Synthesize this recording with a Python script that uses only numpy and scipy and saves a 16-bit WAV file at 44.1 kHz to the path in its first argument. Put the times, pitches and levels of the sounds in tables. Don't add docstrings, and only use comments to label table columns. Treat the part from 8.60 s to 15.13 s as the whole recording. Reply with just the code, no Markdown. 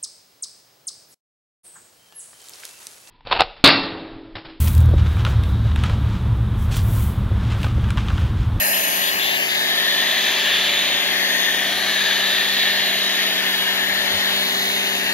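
import sys
import numpy as np
from scipy import signal
from scipy.io import wavfile
from scipy.ndimage import uniform_filter1d

SR = 44100
rng = np.random.default_rng(int(sys.argv[2]) if len(sys.argv) > 2 else 0)


def dump_mix(stems):
    frames = np.atleast_2d(stems).T
    limited = np.clip(frames, -1, 1)
    pcm = np.round(limited * 32767).astype(np.int16)
    wavfile.write(sys.argv[1], SR, pcm)


N = 287973


def gain_of(db):
    return 10 ** (np.asarray(db) / 20)


def evened(x):
    return x / np.sqrt(np.mean(x ** 2) + 1e-20)


def read(points, hz):
    f, value = np.transpose(points)
    return np.interp(np.log(hz + 1), np.log(f + 1), value)


def columns(rows, t):
    s, *rest = np.transpose(rows)
    return np.array([np.interp(t, s, c) for c in rest])


def drift(t, top_hz):
    rates_hz = np.geomspace(top_hz / 20, top_hz, num=16)
    phases = rng.random(len(rates_hz))
    return evened(sum(np.sin(2 * np.pi * (k * t + p)) / np.sqrt(k) for k, p in zip(rates_hz, phases)))


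def sample_drift(t, top_hz):
    coarse = t[::256]
    return np.interp(t, coarse, drift(coarse, top_hz))


def blobs(frames, bins, wide, long):
    x = rng.standard_normal((bins, frames))
    x = uniform_filter1d(x, size=wide, axis=0)
    return evened(uniform_filter1d(x, size=long, axis=1))


def tone(turns, left_db, right_db, lead_rad):
    angle = 2 * np.pi * (turns + rng.random())
    left = gain_of(left_db) * np.sin(angle + lead_rad)
    right = gain_of(right_db) * np.sin(angle)
    return np.sqrt(2) * np.array([left, right])


def bumps():
    # start in seconds, envelope peak in dB (mean of the ports), frequency in Hz, length in seconds.
    bump_rows = [(5.488, -37, 92, 0.13), (5.608, -57, 65, .06)]
    out = np.zeros(N)
    for start_s, db, hz, length_s in bump_rows:
        t = np.arange(round(length_s * SR)) / SR
        pulse = gain_of(db) * np.hanning(len(t)) * np.sin(2 * np.pi * hz * t)
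        out[round(start_s * SR):][:len(t)] += pulse
    return out * gain_of([[1.5], [-1.5]])


def low_hum(t):
    # time in seconds, top level at the left port in dB.
    hum_rows = [(0, -50), (1.5, -57.7), (2, -50), (3, -51.5), (4.5, -59), (5.5, -48.5), (6, -53),
                (6.52, -52)]
    centre_hz, wander_hz, flutter_db = 61.4, 5.0, 3
    hum_db = columns(hum_rows, t)[0] - flutter_db * abs(sample_drift(t, 14))
    turns = np.cumsum(centre_hz + wander_hz * sample_drift(t, 13)) / SR
    return tone(turns, hum_db, hum_db - 5.0, .1)


def supply_buzz(t, waver_db):
    buzz_hz, left_db, right_db = 239.8, -50, -57
    return gain_of(waver_db * sample_drift(t, 7.2)) * tone(buzz_hz * t, left_db, right_db, .3)


def rotor_turns(t):
    # time in seconds, rotor speed in Hz.
    speed = [(0, 291.28), (.32, 289.31), (.64, 287.87), (.96, 287.96), (2.4, 290.05), (3.36, 292.24),
             (3.84, 292.84), (5.76, 294.12), (6.52, 294.23)]
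    return np.cumsum(uniform_filter1d(columns(speed, t)[0], size=8000)) / SR


def weak_orders(t, turns, rows, waver_db):
    out = np.zeros((2, len(t)))
    for multiple, left_db, right_db, lead_rad in rows:
        level_db = waver_db * sample_drift(t, 4) + 0.6
        out += gain_of(level_db) * tone(multiple * turns, left_db, right_db, lead_rad)
    return out


def pump_hum(t, pump, waver_db):
    # time in seconds, beat at the left port in dB, its octave at the left port in dB.
    beat = [(0, -39, -45), (.48, -46, -40.5), (2.24, -43, -40), (2.88, -41.5, -40.3), (5.44, -39.5, -40.5),
            (6.08, -38, -37), (6.52, -39, -37)]
    # multiple of pump speed, left level in dB, right level in dB (both before waver and
    # a 0.6 dB lift), left lead in radians.
    pump_orders = [(4, -51, -54, .5), (5, -55, -59, .5), (7, -54, -56, .9), (9, -45, -50, .9),
                   (10, -52, -56, 1.1), (11, -50, -53, 1.3), (12, -52, -54, 1.9), (14, -48, -53, 2.0),
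                   (16, -54, -58, 2.2)]
    beat_db, octave_db = columns(beat, t)
    out = tone(3 * pump, beat_db, beat_db - 3.6, .55)
    out += tone(6 * pump, octave_db, octave_db - 5.8, .7)
    return out + weak_orders(t, pump, pump_orders, waver_db)


def motor_whine(t, rotor, pump, waver_db, load=0.41):
    # time in seconds, 22nd order left in dB, 22nd right in dB, 32nd left in dB, 33rd left in dB
    whine = [(0, -38, -51, -54, -54), (.32, -31, -49, -55, -50), (.6, -37.5, -47, -57, -61),
             (.85, -39, -52, -55, -46), (1.2, -36.5, -47, -52, -49), (1.7, -31.5, -47, -48, -47),
             (2.02, -41, -35, -43, -59), (2.24, -32, -42, -44, -50), (2.46, -39, -51, -47, -57),
             (2.8, -29.5, -52, -47.5, -53), (3.16, -42, -56, -45, -43), (3.42, -32.5, -46, -47, -51),
             (3.97, -41, -42, -52, -54), (4.42, -35, -52, -56, -48), (4.64, -34.5, -42, -57, -51),
             (4.93, -55, -41, -59, -47), (5.25, -48, -45, -56, -50), (5.48, -35.5, -61, -52, -44),
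             (5.76, -44, -51, -46, -57), (6.12, -35, -57, -57, -45), (6.38, -34, -54, -49, -48),
             (6.52, -42, -49, -51, -48)]
    # multiple of rotor speed, left level in dB, right level in dB (both before waver and
    # a 0.6 dB lift), left lead in radians.
    rotor_orders = [(1, -48, -53, .6), (1.23, -56, -60, .6), (1.41, -52, -57, .7), (3.07, -50, -55, 1.5),
                    (20, -53, -63, -.7), (21, -50, -61, 1.9), (23, -51, -58, .6), (34, -55, -62, -.7),
                    (35, -62, -64, 1.9), (44, -62, -58, -.8)]
    left_db, right_db, db32, db33 = columns(whine, t)
    loading = 1 + load * np.sin(2 * np.pi * pump) + .3 * load * np.sin(4 * np.pi * pump)
    out = loading * tone(22 * rotor, left_db, right_db, -2.9)
    out += tone(32 * rotor, db32, db32 - 8.6, .1)
    out += loading * tone(33 * rotor, db33, db33 - 4.8, -.4)
    return out + weak_orders(t, rotor, rotor_orders, waver_db)


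def washer(waver_db=2.5, rotor_turns_per_pump_turn=50 / 11):
    t = np.arange(N) / SR
    rotor = rotor_turns(t)
    pump = rotor / rotor_turns_per_pump_turn
    out = low_hum(t) + supply_buzz(t, waver_db)
    return out + pump_hum(t, pump, waver_db) + motor_whine(t, rotor, pump, waver_db)


def part_weights(hz):
    # centre in Hz of barrel ring, low, middle and high splash, mist.
    parts_hz = [1930, 2600, 3500, 4100, 10700]
    places_hz = [300, 750, *parts_hz[:-1], 5800, parts_hz[-1]]
    weights = np.array([read(list(zip(places_hz, row)), hz) for row in np.eye(len(places_hz))]).T
    return weights ** 3 / (weights ** 3).sum(1, keepdims=True)


def part_levels(t, lead_us, near_wash=0.39, near_sizzle=0.36):
    # time in seconds, low, middle and high splash in dB, mist in dB, all over the steady hiss.
    spray_rows = [(0, 1, -4, -1.5, 11.5), (.28, 2.5, -9, -5, 9), (.5, 1.5, -0.7, -1, 5.5),
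                  (.8, 4.5, -3, -4, 1), (1.1, -3.5, 0.7, 0.5, 0.5), (1.53, .9, 0.8, 1, -0.5),
                  (2.1, 2, 1.8, 0.5, -3.5), (2.4, 0, 1.5, -1.5, -1.5), (2.68, -3, 0.7, 1.5, 0.5),
                  (3.0, 0, 1.5, -3, -1), (3.2, -1.5, -2, -1, -2.2), (3.6, 0, 2, 0.2, -2),
                  (4.1, 1, 0.5, 2.5, -1.3), (4.7, 0.3, 0, 0.5, 0), (5.2, -.5, -.3, -2.5, -1),
                  (5.6, -2, 1, 0.2, -1.5), (6.03, -2.5, -0.5, -1.4, 0.8), (6.52, 1, -2.5, -2, -2.5)]
    *splash_db, mist_db = columns(spray_rows, t)
    ring_db = 0.3 - 0.5 * lead_us / 100
    parts_db = [part + 0.19 * drift(t, 8) for part in [ring_db, *splash_db]]
    near_db = np.maximum(mist_db, 0)
    levels_db = [0 * near_db, near_wash * near_db, *parts_db, near_sizzle * near_db, mist_db]
    return levels_db, near_db


def resonance(hz, centre_hz, width_hz, peak_db):
    return peak_db / (1 + (2 * (hz[:, None] - centre_hz) / width_hz) ** 2)


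def barrel_ring(hz, t):
    # centre in Hz, width in Hz, peak over the hiss in dB.
    barrel = (1742, 200, 4.2)
    # centre in Hz, width in Hz, peak over the ring in dB.
    core = (1800, 47, 2.2)
    ring_hz, width_hz, ring_db = barrel
    ring_hz = ring_hz * (1 + 0.0055 * drift(t, 7.8))
    return resonance(hz, ring_hz, width_hz, ring_db) + resonance(hz, *core)


def crest(hz, t):
    # time in seconds, crest centre in Hz.
    crest_rows = [(0, 2930), (.5, 3200), (.7, 3550), (1.0, 4170), (1.3, 3400), (2.3, 3430), (2.7, 3100),
                  (3.2, 3200), (3.45, 3750), (4.2, 3920), (4.8, 3870), (5.6, 4300), (6.52, 4420)]
    width_hz, peak_db = 330, 2
    return resonance(hz, columns(crest_rows, t), width_hz, peak_db)


def dropouts(hz, t):
    # start in seconds, end in seconds, centre in Hz, width in Hz, depth in dB.
    dropout_rows = [(0.001, 0.132, 3420, 1100, 11), (0.5, 0.59, 3600, 900, 12),
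                    (0.77, 0.886, 3750, 1000, 10)]
    depth = np.zeros((len(hz), len(t)))
    for start_s, end_s, centre_hz, width_hz, depth_db in dropout_rows:
        gone = np.clip(np.minimum(t - start_s, end_s - t) / 0.014 + .5, 0, 1)
        depth += depth_db * np.outer(np.exp(-(2 * (hz - centre_hz) / width_hz) ** 4), gone)
    return depth


def roughness(hz, frames, mist_weight, patchy_db=0.86, ridge_db=1.96, sputter_db=0.76):
    sputter = evened(uniform_filter1d(rng.standard_normal(frames), size=2))
    airy = np.clip(hz / 1500, 0, 1)[:, None]
    patches = patchy_db * blobs(frames, len(hz), wide=14, long=12)
    ridges = ridge_db * blobs(frames, len(hz), wide=3, long=70)
    return sputter_db * np.outer(mist_weight, sputter) + airy * (patches + ridges)


def port_noise(hz, lead_us, mist_weight, near_db, near_same=0.011):
    # frequency in Hz, likeness of the ports 0-1.
    likeness = [(60, 0.97), (600, 0.92), (1100, 0.8), (1800, 0.71), (3600, 0.9), (4800, 0.63), (5700, 0.3),
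                (7200, 0.34), (8200, 0.058), (11000, 0.043), (16000, 0.092)]
    # frequency in Hz, left lead in radians on top of the delay.
    lead_rows = [(60, -0.0011), (1000, 0.34), (1700, 0.15), (2300, -0.61), (3100, -0.45), (3500, 0.045),
                 (4600, 0.52), (6000, -0.5)]
    a, b, c, d = rng.standard_normal((4, len(hz), len(lead_us)))
    same = read(likeness, hz)[:, None] + near_same * np.outer(mist_weight, near_db)
    same = np.clip(same, 0, 1)
    lag_rad = 2 * np.pi * np.outer(hz, lead_us) / 1e6 + read(lead_rows, hz)[:, None]
    left = a + 1j * b
    right = np.exp(-1j * lag_rad) * same * left + np.sqrt(1 - same ** 2) * (c + 1j * d)
    return np.array([left, right])


def spray():
    # time in seconds, lead of the gun's sound at the left port in microseconds.
    aim = [(0, 372), (.3, 380), (.47, 353), (1.1, 122), (1.53, 49), (1.9, 8), (2.1, 20), (2.4, 87),
           (2.62, 108), (2.78, 100), (3.13, 36), (3.55, 36), (4.35, 71), (4.94, 113), (5.2, 123),
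           (5.56, 122), (6.03, 164), (6.32, 163), (6.52, 152)]
    # frequency in Hz, level in dB per Hz.
    left_port = [(20, -76), (55, -72.5), (100, -75), (250, -68), (520, -67), (600, -58), (1000, -63),
                 (1420, -63.5), (1830, -50.5), (2450, -58), (3660, -53.5), (5580, -67), (7260, -69),
                 (7970, -82.5), (9630, -73), (15700, -74.5)]
    right_port = [(20, -79), (55, -73), (100, -78), (250, -70.5), (520, -69.5), (600, -61), (1160, -69.5),
                  (1490, -68.5), (1770, -57.5), (2110, -63.5), (3600, -52.5), (4440, -59), (5490, -82.5),
                  (7000, -72.5), (8100, -86.5), (11840, -65), (15700, -76)]
    frames, hz = N // 256 + 5, np.fft.rfftfreq(1024, 1 / SR)
    t = np.arange(frames) * 256 / SR
    lead_us = columns(aim, t)[0]
    weights = part_weights(hz)
    mist_weight = weights[:, -1]
    levels_db, near_db = part_levels(t, lead_us)
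    field_db = weights @ levels_db + roughness(hz, frames, mist_weight)
    field_db += barrel_ring(hz, t) + crest(hz, t) - dropouts(hz, t)
    splash_pan_db = 1.5 * lead_us / 100 + 0.7 * drift(t, 5.4)
    pan_db = np.outer(weights[:, 3:6] @ [.4, 1, .8], splash_pan_db)
    left_db = read(left_port, hz)[:, None] + pan_db / 2
    right_db = read(right_port, hz)[:, None] - pan_db / 2
    spectra = port_noise(hz, lead_us, mist_weight, near_db)
    spectra *= gain_of(field_db + np.array([left_db, right_db]))
    sound = signal.istft(spectra, nperseg=1024, noverlap=768)[1][:, :N]
    return sound * np.sqrt(SR / 1024 * 1.5)


def scene():
    return bumps() + washer() + spray()


def record(dry):
    bass_cut_hz, edge_hz = 55, 15730
    cut = signal.sosfilt(signal.butter(2, bass_cut_hz, "highpass", fs=SR, output="sos"), dry)
    band_limit = signal.firwin(2047, edge_hz, window=("kaiser", 8), fs=SR)
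    return signal.oaconvolve(cut, band_limit[None], "same")


dry = scene()
out = record(dry)
dump_mix(out)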